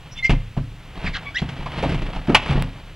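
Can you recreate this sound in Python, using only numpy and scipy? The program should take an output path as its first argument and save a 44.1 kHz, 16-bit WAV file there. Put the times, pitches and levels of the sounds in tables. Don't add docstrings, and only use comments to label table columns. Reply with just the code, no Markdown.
import sys
import numpy as np
from scipy import signal
from scipy.fft import rfft, irfft
from scipy.io import wavfile
from scipy.ndimage import uniform_filter1d

SR = 44100
rng = np.random.default_rng(int(sys.argv[2]) if len(sys.argv) > 2 else 0)


def file_out(sig):
    cols = np.atleast_2d(sig).T
    lim = np.clip(cols, -1, 1)
    pcm = np.round(lim * 32767).astype(np.int16)
    wavfile.write(sys.argv[1], SR, pcm)


N = 130095
TIME = np.arange(N) / SR

# (frequency [Hz], relative level per Hz [dB])
AIR_COLOUR = [(25, 13.5), (60, 4.5), (140, 3), (280, -15.5), (600, -21.5), (3000, -18), (5000, -30),
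              (11500, -38.5), (16000, -39)]
# (frequency [Hz], level [dB])
ECHO_LEVELS = [(100, -29.5), (2500, -13), (14000, -29)]
# (frequency [Hz], decay time [s])
ECHO_DECAYS = [(100, 0.73), (1500, 0.41), (10000, 0.57)]
# (time [s], level [dB])
RUBBING_LEVELS = [(0, -50), (.35, -49.5), (.52, -58.5), (.82, -52), (.95, -45), (1.05, -33.5), (1.11, -43),
                  (1.245, -43.5), (1.33, -49), (1.55, -38.5), (1.70, -39), (1.77, -30), (1.90, -33.5),
                  (2.07, -40.5), (2.17, -36), (2.23, -43.5), (2.40, -37.5), (2.465, -30), (2.57, -32.5),
                  (2.68, -43), (2.95, -51)]
# (frequency [Hz], relative level per Hz [dB])
RUBBING_COLOUR = [(100, -12), (250, -0.5), (750, 2), (1400, -3.5), (3000, -4.5), (4300, -14), (7000, -31.5),
                  (10000, -32.5), (12000, -64)]
# (time of loudest point [s], release [s], pitch [Hz],
# glide [octaves per s], level [dB], pitch jitter [share of pitch], overtone level [dB])
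RIM_SQUEAKS = [(0.128, .011, 5750, 0, -40, .04, -25), (0.183, .018, 3520, .3, -34.5, .02, -27),
               (0.181, .014, 2800, 0, -37, .12, -17), (0.196, .008, 2140, .5, -33, .015, -24),
               (0.235, .007, 2075, 1.2, -22, .008, -20), (0.251, .008, 2108, .8, -12.5, .004, -38),
               (0.254, .012, 2750, -4, -32, .11, -6), (0.275, .007, 2110, -.5, -30.5, .008, -32),
               (1.072, .012, 2150, -4, -26.5, .18, -15), (1.145, .010, 1900, -12, -32, .15, -9),
               (1.163, .014, 1500, -7, -30, .28, -6), (1.276, .018, 1135, 0, -42, .03, 1),
               (1.349, .005, 1580, 12, -35, .035, -4), (1.361, .006, 1830, 11, -25, .035, -10),
               (1.369, .007, 1940, 7, -19.5, .022, -20), (1.375, .005, 2820, 24, -26, .04, -20),
               (1.385, .007, 3150, -8, -28, .11, -19), (1.393, .009, 2060, 2, -34, .08, -5)]
# (time [s], level [dB])
DECK_CLACKS = [(2.3468, -8), (2.3505, -18)]
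# (frequency [Hz], relative level [dB])
DECK_TONES = [(743, -12), (931, -11), (1130, -13), (1486, -12), (1642, -14), (1954, -11), (2327, -7),
              (2610, -7), (2773, -8), (2945, -7), (3255, -11)]
# (frequency [Hz], relative level per Hz [dB])
CONTACT_COLOUR = [(150, -38), (700, 6.5), (1400, -1), (2650, 4.5), (3800, -5.5), (9000, -27), (11000, -29),
                  (16000, -62)]
# (frequency [Hz], relative level [dB], time to fall by 60 dB [s])
HULL_TONES = [(66.5, -6, 0.25), (83.7, -9.5, 0.32), (110.9, -11.5, 0.57), (137, 1, 0.23),
              (158.4, -0.5, 0.14), (176.6, -9.5, 0.35), (238.6, -11, 0.3), (266.6, -12.5, 0.33),
              (295.1, -20.5, 0.52), (474, -29.5, 0.53), (533, -25, 0.37)]
# (time [s], sway level [dB], boom level [dB], knock level [dB],
# knock pitch [Hz], contact scuff level [dB])
HULL_BLOWS = [(0.2945, -21, -13, -19, 295, -22), (0.304, -6.5, -51, -25.5, 680, -21),
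              (0.33, -24, -19, -21, 217, -57), (0.566, -52, -35.5, -29, 620, -46),
              (0.574, -22, -19.5, -23, 204, -39.5), (0.72, -30.5, -47, -47.5, 483, -66),
              (0.975, -24, -33, -34, 100, -43), (1.043, -19.5, -22.5, -34, 130, -35),
              (1.087, -17, -36, -41, 150, -37), (1.418, -29, -21, -21.5, 248, -33),
              (1.49, -45, -29.5, -48, 720, -31.5), (1.594, -21.5, -27.5, -47, 297, -62),
              (1.659, -48, -29, -25, 880, -34), (1.777, -30, -23, -36, 500, -34.5),
              (1.826, -39.5, -24, -17.5, 464, -27), (1.8364, -22, -23, -16, 640, -32),
              (1.858, -31, -18.5, -19.5, 270, -57), (1.893, -33, -19.5, -21.5, 355, -28),
              (1.920, -22, -19, -23, 250, -30.5), (1.944, -15.5, -21, -35, 400, -30),
              (2.019, -14, -26.5, -27, 295, -33.5), (2.084, -35, -30, -30, 380, -64),
              (2.161, -17.5, -27.5, -29.5, 750, -35), (2.2723, -47, -57, -35, 670, -36.5),
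              (2.282, -41, -25, -14.5, 275, -58), (2.2947, -23, -21.5, -10, 298, -31.5),
              (2.320, -20, -17.5, -16, 256, -35), (2.4958, -29, -18.5, -27, 151, -34),
              (2.509, -50, -17, -13.5, 120, -28.5), (2.554, -10, -19.5, -16, 195, -60),
              (2.575, -30, -17, -23.5, 625, -61), (2.610, -23, -22, -66, 200, -68)]

AIR_DB = -39
TICK_AT_S, TICK_LENGTH_S, TICK_HEIGHT = 2.6241, 0.00016, 0.29
ECHO_BUILD_T60_S = 0.043
SQUEAK_ECHO_DB = -3
SLIPS_PER_S, SLIP_SPREAD_DB, SLIP_S = 260, 1.2, 0.005
GRAIN_SHARE = 0.52
RUB_BOOM_DB, RUB_RING_DB = -1.5, -13.5
OVERTONE_FALL_DB = 10
JITTER_HZ, SQUEAK_TOP_HZ = 542, 4720
SQUEAK_RISE_SHARE = 0.7
FLUTTER_HZ, FLUTTER_DB, OVERTONE_FLUTTER_DB = 130, 1.2, 3.8
SQUEAK_RING_DB, SQUEAK_RING_T60_S = -9, 0.06
DECK_DB, DECK_T60_S = -3.5, 0.11
CRACK_DB, CRACK_T60_S = 5, 0.08
SWAY_HZ, SWAY_T60_S = 32.35, 0.32
SOFT_CONTACT_HZ, CONTACT_S = 910, 0.0031
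THUD_DB, THUD_TOP_HZ = -9, 1140
KNOCK_T60_S, KNOCK_WIDTH, SCUFF_T60_S = 0.1, 0.65, 0.12
TONE_SPREAD_DB = 1.5
PORT_LAG_S = 1 / SR
CUTOFF_HZ = 16900


def from_db(db):
    return 10 ** (np.asarray(db) / 20)


def rms_one(x):
    return x / np.sqrt(np.mean(x ** 2) + 1e-20)


def at_hz(points, hz):
    table_hz, values = np.transpose(points)
    return np.interp(np.log(hz), np.log(table_hz), values)


def fade(t60, size):
    return from_db(-60 * TIME[:size] / t60)


def lowpass(x, hz, order=2):
    dull = signal.butter(order, hz, fs=SR, output="sos")
    return signal.sosfilt(dull, x + 1e-18)


def bandpass(x, low, high):
    band = signal.butter(2, [low, high], "band", fs=SR, output="sos")
    return signal.sosfilt(band, x)


def noise(colour, size):
    hz = np.maximum(np.arange(size // 2 + 1) * SR / size, 1)
    gain = from_db(at_hz(colour, hz)) * (hz > 20)
    return rms_one(irfft(rfft(rng.standard_normal(size)) * gain, size))


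def even(x, size=600):
    return x / np.sqrt(uniform_filter1d(x * x, size) + 1e-12)


def waver(hz, size):
    return rms_one(lowpass(rng.standard_normal(size), hz))


def add(out, s, x):
    start = int(s * SR)
    out[start:start + len(x)] += x[:N - start]


def struck(tones, size=30000):
    out = np.zeros(size)
    for hz, db, t60 in tones:
        strength = from_db(db + TONE_SPREAD_DB * rng.standard_normal())
        out += strength * fade(t60, size) * np.sin(2 * np.pi * hz * TIME[:size])
    return out


def deck_tones():
    return [(hz, db, DECK_T60_S) for hz, db in DECK_TONES]


def outdoor_air():
    return from_db(AIR_DB) * noise(AIR_COLOUR, N)


def yard(x):
    size = SR
    response = np.zeros(size)
    edges = np.geomspace(60, 16000, 9)
    for low, high in zip(edges, edges[1:]):
        middle = np.sqrt(low * high)
        build_up = 1 - fade(ECHO_BUILD_T60_S, size)
        tail = rng.standard_normal(size) * fade(at_hz(ECHO_DECAYS, middle), size) * build_up
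        tail = tail / np.linalg.norm(tail)
        response += from_db(at_hz(ECHO_LEVELS, middle)) * bandpass(tail, low, high)
    return signal.fftconvolve(x, response)[:N]


def tick():
    return TICK_HEIGHT * ((TIME >= TICK_AT_S) & (TIME < TICK_AT_S + TICK_LENGTH_S))


def rubbing():
    level = from_db(np.interp(TIME, *np.transpose(RUBBING_LEVELS)))
    slip_now = rng.random(N) < SLIPS_PER_S / SR
    slip_strength = from_db(SLIP_SPREAD_DB * np.minimum(rng.exponential(1, N), 4))
    slips = slip_now * slip_strength
    grains = rms_one(signal.lfilter([1], [1, -np.exp(-1 / (SLIP_S * SR))], slips + 1e-18))
    friction = level * rms_one(1 - GRAIN_SHARE + GRAIN_SHARE * grains)

    hull, deck = struck(HULL_TONES), struck(deck_tones())
    body = from_db(RUB_BOOM_DB) * hull / np.linalg.norm(hull)
    body += from_db(RUB_RING_DB) * deck / np.linalg.norm(deck)
    rustle = friction * noise(RUBBING_COLOUR, N)
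    drone = signal.fftconvolve(friction * rng.standard_normal(N), body)[:N]
    return rustle + drone


def squeaks():
    out, size = np.zeros(N), SR // 5
    t = TIME[:size] - TIME[size // 2]
    for s, release, hz, glide, db, jitter, overtone_db in RIM_SQUEAKS:
        pitch = hz * 2 ** (glide * t) * (1 + jitter * waver(JITTER_HZ, size))
        phase = 2 * np.pi * np.cumsum(pitch) / SR
        tone = from_db(FLUTTER_DB * waver(FLUTTER_HZ, size)) * np.sin(phase)
        for k in range(2, 7):
            if k * hz < CUTOFF_HZ:
                steady_db = overtone_db - OVERTONE_FALL_DB * (k - 2.5)
                flutter_db = OVERTONE_FLUTTER_DB * waver(FLUTTER_HZ, size)
                tone += from_db(steady_db + flutter_db) * np.sin(k * phase)
        width = release * np.where(t < 0, SQUEAK_RISE_SHARE, 1)
        swell = np.exp(-0.5 * (t / width) ** 2)
        add(out, s + t[0], np.sqrt(2) * from_db(db) * tone * swell)
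    shell = rng.standard_normal(size) * fade(SQUEAK_RING_T60_S, size)
    ringing = signal.fftconvolve(out, shell / np.linalg.norm(shell))[:N]
    return lowpass(out + from_db(SQUEAK_RING_DB) * ringing, SQUEAK_TOP_HZ)


def clack():
    out, size = np.zeros(N), SR // 4
    for s, db in DECK_CLACKS:
        ring = sum(rng.choice([-1, 1]) * struck([tone]) for tone in deck_tones())
        crack = noise(CONTACT_COLOUR, size) * fade(CRACK_T60_S, size)
        add(out, s, from_db(db + DECK_DB) * ring)
        add(out, s, from_db(db + CRACK_DB) * crack)
    return out


def knocks():
    out, size = np.zeros(N), SR // 2
    sway = np.sin(2 * np.pi * SWAY_HZ * TIME[:size]) * fade(SWAY_T60_S, size)
    press = np.minimum(TIME[:size] / CONTACT_S, 1)
    spread = 1 + KNOCK_WIDTH / 2
    for s, sway_db, boom_db, knock_db, hz, scuff_db in HULL_BLOWS:
        boom = lowpass(struck(HULL_TONES, size), SOFT_CONTACT_HZ)
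        crowd = bandpass(rng.standard_normal(2 * size), hz / spread, hz * spread)
        panel = even(crowd[size:])
        thud = rms_one(lowpass(rng.standard_normal(size), THUD_TOP_HZ, order=3))
        knock = (panel + from_db(THUD_DB) * thud) * fade(KNOCK_T60_S, size)
        blow = from_db(sway_db) * sway + from_db(boom_db) * boom + from_db(knock_db) * knock
        scuff = noise(CONTACT_COLOUR, size) * fade(SCUFF_T60_S, size)
        add(out, s, press * blow)
        add(out, s, from_db(scuff_db) * scuff)
    return out


def scene():
    boat = knocks() + clack() + rubbing()
    rim = squeaks()
    echoes = yard(boat + from_db(SQUEAK_ECHO_DB) * rim)
    sound = boat + rim + echoes + tick() + outdoor_air()
    left = np.interp(TIME - PORT_LAG_S, TIME, sound)
    return np.array([left, sound])


def record(dry):
    rumble_cut = signal.butter(1, 12, "high", fs=SR, output="sos")
    top_cut = signal.cheby2(16, 70, CUTOFF_HZ, fs=SR, output="sos")
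    clipped = np.clip(signal.sosfilt(rumble_cut, dry), -1, 1)
    return signal.sosfilt(top_cut, clipped)


dry = scene()
out = record(dry)
file_out(out)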